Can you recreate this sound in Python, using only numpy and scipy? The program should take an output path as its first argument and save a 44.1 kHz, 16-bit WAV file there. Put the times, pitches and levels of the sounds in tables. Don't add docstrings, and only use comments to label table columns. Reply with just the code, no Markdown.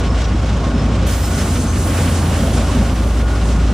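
import sys
import numpy as np
from scipy import signal
from scipy.fft import rfft, irfft, next_fast_len
from scipy.io import wavfile

SR = 44100
rng = np.random.default_rng(int(sys.argv[2]) if len(sys.argv) > 2 else 0)


def wrap_up_sound(samples):
    columns = np.atleast_2d(samples).T
    tamed = np.clip(columns, -1, 1)
    steps = np.round(tamed * 32767).astype(np.int16)
    wavfile.write(sys.argv[1], SR, steps)


N = 164493

CYCLE_HZ = 9.47
VALVE_OPENS_S, VALVE_ATTACK_S = 1.062, 0.0079

# start in seconds, length in seconds, centre pitch in Hz, level in dB.
CHIRPS = [(.02, .19, 5270, -48), (.33, .16, 5290, -51), (.74, .12, 5240, -47), (1.09, .06, 5120, -43),
          (1.22, .06, 5300, -43), (1.37, .06, 5320, -42), (1.06, .13, 6330, -45), (1.33, .1, 6170, -43),
          (1.5, .11, 6240, -43), (1.66, .11, 6230, -43)]
# pitch in Hz, relative level in dB, seconds to die by 60 dB.
COUPLING_MODES = [(5060, -1, .1), (5750, -6, .12), (5785, -1, .17)]
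# time in seconds, level in dB, pitch in Hz.
JOINT_THUDS = [(.345, -9.5, 311), (2.762, -13, 243)]

# time in seconds, relative level in dB, lift of the top octave in dB.
AIR_FLOW = [(1.08, -36, 4), (1.15, -35.5, 1), (1.19, -39.5, 4), (1.26, -38, 0), (1.38, -36, 2.5),
            (1.55, -36, 2), (1.7, -38, -3), (1.82, -35.5, 1.5), (1.92, -39, 8), (2.02, -33, 1.5),
            (2.08, -39.5, 7.5), (2.16, -33.5, -4), (2.25, -41.5, 7), (2.36, -37.5, 3), (2.45, -40, 6.5),
            (2.52, -45.5, 10), (2.54, -37, -1), (2.75, -42, 2.5), (2.9, -45, 3.5), (3.05, -48, 7),
            (3.2, -47.5, 5), (3.25, -51, 3), (3.33, -48.5, 3), (3.5, -42, -6), (3.73, -52, -1)]
# frequency in Hz, relative level in dB.
AIR_MID = [(1470, -1.5), (2500, -7), (3020, -2), (3270, -5), (4420, -1), (6150, -0.5), (7530, 0),
           (11100, -7), (12500, -30.5), (13800, -46), (15000, -44)]
AIR_SIDE = [(1470, -39), (2500, -13), (3070, -9), (3370, -10), (4470, -12), (6170, -4), (10100, -1.5),
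            (11300, 2), (13600, -2), (15600, -11)]
# frequency in Hz, share from 0 to 1, phase in radians.
AIR_COHERENCE = [(2500, .3, 3.4), (4500, .4, 4.4), (6500, .8, 4.45), (10000, .7, 4.6), (13000, .1, 4.6)]
# pitch in Hz, width in Hz, level against the hiss in dB.
AIR_WHISTLES = [(6330, 60, -20)]

# first and last pitch in Hz, wander in Hz, first and last level in dB.
WHINES = [(395, 397, 3, -41, -41), (1087, 1087, 6, -41, -48), (1451, 1436, 1, -46.5, -44),
          (1474, 1478, 3, -54, -51)]
# time in seconds, relative bass and middle levels in dB.
ROAR_SHADING = [(0, -25, -27), (0.3, -25.5, -29), (0.6, -22.5, -27.5), (0.9, -19, -26.5),
                (1.2, -24.5, -28.5), (1.5, -22.5, -27), (1.75, -20, -28.5), (2, -22, -25.5),
                (2.2, -20, -27), (2.3, -19.5, -24.5), (2.4, -20.5, -26), (2.55, -21, -25.5),
                (2.7, -23.5, -24), (2.77, -17.5, -28), (2.84, -22, -26.5), (2.95, -22, -28),
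                (3.2, -22.5, -29), (3.45, -22.5, -28), (3.73, -21.5, -28)]
# time in seconds, relative level in dB.
ROAR_TREBLE = [(0.0, -32), (0.01, -32), (0.25, -31.5), (0.29, -35.5), (0.46, -32.5), (1.01, -33),
               (1.15, -30.5), (1.16, -32.5), (1.34, -33), (1.39, -30.5), (1.53, -35), (1.57, -29),
               (1.59, -35.5), (1.8, -34), (1.93, -29.5), (2.23, -32.5), (2.27, -30), (2.38, -30),
               (2.51, -32.5), (2.54, -30.5), (2.74, -31.5), (2.78, -31), (3.12, -35), (3.2, -33),
               (3.24, -37.5), (3.27, -33.5), (3.73, -35)]
# frequency in Hz, relative level in dB.
ROAR_MID = [(25, -48), (40, -25), (52, -13), (75, -13.5), (100, -15), (135, -15), (240, -11.5), (300, -17),
            (428, -24), (560, -21), (742, -25), (1000, -29.5), (1110, -27), (1740, -34.5), (2400, -36.5),
            (3100, -36.5), (4630, -42.5), (5250, -41), (8030, -50), (9800, -57), (11000, -80),
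            (15600, -105)]
ROAR_SIDE = [(18, -49), (30, -15), (263, -2.5), (468, -4.5), (675, -14), (1030, -4.5), (1110, -9),
             (3240, -14), (5330, -16.5), (8310, -22), (13700, -20), (15600, -49)]
# frequency in Hz, share from 0 to 1, phase in radians.
ROAR_COHERENCE = [(100, 0.2, 1.5), (350, 0.6, 2.2), (700, 0.3, 3.3), (1100, 0.74, 3.2), (2000, 0, 4.2),
                  (7000, .3, 4.3), (12000, .1, 4.4)]

# time in seconds, level of order 6 in dB, level of order 9 in dB.
STRONG_ORDERS = [(0, -17.5, -25), (.15, -16, -25), (.7, -18, -27), (.95, -17.5, -24), (1.2, -19.5, -21.5),
                 (1.4, -23, -22), (1.55, -22, -20), (1.75, -22, -24), (1.9, -25, -18), (2.05, -29, -17.5),
                 (2.25, -26, -17.5), (2.5, -17.5, -20.5), (2.75, -17, -20.5), (2.9, -16, -25),
                 (3.1, -15, -26), (3.35, -16, -31), (3.6, -13, -27), (3.73, -13.5, -26)]
# multiple of the engine cycle, level in dB.
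WEAK_ORDERS = [(4, -42), (5, -34), (7, -32), (8, -28), (10, -34), (11, -28.5), (12, -36), (15, -32),
               (18, -35)]


def amp(db):
    return 10 ** (np.asarray(db) / 20)


def rms_one(x):
    return x / np.sqrt(np.mean(x ** 2) + 1e-20)


def in_time(rows):
    times, *columns = np.transpose(rows)
    return [np.interp(np.arange(N) / SR, times, column) for column in columns]


def at_hz(rows, hz):
    freqs, *columns = np.transpose(rows)
    return [np.interp(np.log(hz), np.log(freqs), column) for column in columns]


def drift(rate_hz):
    step, settle = 40, 2000
    pole = np.exp(-2 * np.pi * step * rate_hz / SR)
    white = rng.standard_normal(N // step + settle + 2)
    slow = signal.lfilter([1], [1, -2 * pole, pole * pole], white)[settle:]
    return np.interp(np.arange(N) / step, np.arange(len(slow)), rms_one(slow - slow.mean()))


def tone(hz, wander_hz, rate_hz):
    return np.sqrt(2) * np.sin(2 * np.pi * np.cumsum(hz + wander_hz * drift(rate_hz)) / SR)


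def ring(start_s, hz, t60_s, attack_s=.002):
    age = np.maximum(np.arange(N) / SR - start_s, 0)
    return np.sin(2 * np.pi * hz * age) * amp(-60 * age / t60_s) * np.minimum(age / attack_s, 1)


def narrow_noise(hz, width_hz):
    phase = 2 * np.pi * np.cumsum(np.full(N, hz)) / SR
    return rms_one(drift(width_hz / 2) * np.cos(phase) + drift(width_hz / 2) * np.sin(phase))


def pair_noise(mid_colour, side_colour, coherence, band_db, side_db):
    edges = 20 * 2. ** np.arange(11)
    white = rng.standard_normal((2, 2, N))
    noises = 0
    for k, (low, high) in enumerate(zip(edges, edges[1:])):
        octave = signal.butter(2, [low, high], "band", fs=SR, output="sos")
        level_db = band_db(np.sqrt(low * high)) + .8 * drift(10)
        noises = noises + amp(level_db) * signal.sosfilt(octave, white[k % 2])
    size = next_fast_len(N)
    common, separate = rfft(noises, size)
    hz = np.maximum(np.arange(len(common)) * SR / size, 1)
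    share, phase = at_hz(coherence, hz)
    difference = share * np.exp(1j * phase) * common + np.sqrt(1 - share ** 2) * separate
    low_cut = np.minimum(hz / mid_colour[0][0], 1) ** 2
    mid = irfft(low_cut * amp(at_hz(mid_colour, hz)[0]) * common, size)[:N]
    side = irfft(low_cut * amp(at_hz(side_colour, hz)[0]) * difference, size)[:N]
    return rms_one(mid) + amp(side_db) * rms_one(side) * [[1], [-1]]


def arch(start_s, length_s):
    return np.sin(np.pi * np.clip((np.arange(N) / SR - start_s) / length_s, 0, 1))


def throb_db(order, depth):
    return 20 * np.log10(1 + depth * np.sin(2 * np.pi * order * CYCLE_HZ * np.arange(N) / SR))


def high_hiss_burst(start_s=1.062, attack_s=.0079, hold_s=.2, fade_s=.1):
    age = np.arange(N) / SR - start_s
    band = signal.butter(4, (12800, 14600), "band", fs=SR, output="sos")
    hiss = rms_one(signal.sosfilt(band, rng.standard_normal(N)))
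    envelope = np.clip(np.minimum(age / attack_s, 1 - (age - hold_s) / fade_s), 0, 1)
    return amp(-45) * envelope * hiss


def high_chirps(rise_hz_per_s=400):
    chirps = 0
    for start_s, length_s, hz, db in CHIRPS:
        level = amp(db + 5 * drift(40)) * arch(start_s, length_s) ** .5
        pitch = hz + rise_hz_per_s * (np.arange(N) / SR - start_s - length_s / 2)
        chirps += level * tone(pitch, wander_hz=55, rate_hz=30)
    return chirps


def brief_sounds(clink_s=.241, clink_db=-31.5):
    chirps = high_chirps()
    clink = sum(amp(clink_db + db) * ring(clink_s, hz, t60_s) for hz, db, t60_s in COUPLING_MODES)
    rasp = amp(-38) * arch(start_s=2.26, length_s=.15) * narrow_noise(2800, width_hz=500)
    thuds = sum(amp(db) * ring(start_s, hz, t60_s=.064) for start_s, db, hz in JOINT_THUDS)
    return (chirps + clink + rasp) * [[1.23], [.77]] + thuds


def whines():
    tones = 0
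    for first_hz, last_hz, wander_hz, first_db, last_db in WHINES:
        level = amp(np.linspace(first_db, last_db, N) + 4 * drift(6.5))
        tones += level * tone(np.linspace(first_hz, last_hz, N), wander_hz, rate_hz=5.5)
    return tones * [[1.2], [.8]]


def air_jet(gain_db=3, top_from_hz=10000):
    flow_db, top_db = in_time(AIR_FLOW)
    opening = np.clip((np.arange(N) / SR - VALVE_OPENS_S) / VALVE_ATTACK_S, 0, 1)
    flutter_db = .5 * drift(12)
    hiss = pair_noise(AIR_MID, AIR_SIDE, AIR_COHERENCE,
                      lambda hz: top_db * (hz > top_from_hz) + flutter_db, side_db=4)
    whistle = sum(amp(db) * narrow_noise(hz, width_hz) for hz, width_hz, db in AIR_WHISTLES)
    return opening * amp(flow_db + gain_db) * (hiss + whistle)


def engine_roar(level_db=-19.5):
    bass_db, middle_db = in_time(ROAR_SHADING)
    treble_db, = in_time(ROAR_TREBLE)
    bass_db += 22 + throb_db(order=2, depth=.2)
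    middle_db += 26.5
    treble_db += 32 + throb_db(order=3, depth=.11) + 1.2 * drift(16)

    def band_db(hz):
        return treble_db if hz > 1300 else middle_db if hz > 320 else bass_db

    return amp(level_db) * pair_noise(ROAR_MID, ROAR_SIDE, ROAR_COHERENCE, band_db, side_db=-18.5)


def exhaust(waver_db=2.5, waver_rad=.4):
    cycle_phase = 2 * np.pi * CYCLE_HZ * np.arange(N) / SR
    sixth_db, ninth_db = in_time(STRONG_ORDERS)
    drone = amp(sixth_db) * np.sin(6 * cycle_phase)
    drone += amp(ninth_db) * np.sin(9 * cycle_phase + rng.uniform(0, 2 * np.pi))
    for order, db in WEAK_ORDERS:
        level = amp(db + waver_db * drift(2.1))
        phase = order * cycle_phase + waver_rad * drift(2.4) + rng.uniform(0, 2 * np.pi)
        drone += level * np.sin(phase)
    return np.sqrt(2) * drone


def scene():
    return exhaust() + engine_roar() + whines() + air_jet() + high_hiss_burst() + brief_sounds()


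def record(dry, cutoff_hz=15700):
    return signal.sosfilt(signal.ellip(12, .3, 60, cutoff_hz, fs=SR, output="sos"), dry)


dry = scene()
out = record(dry)
wrap_up_sound(out)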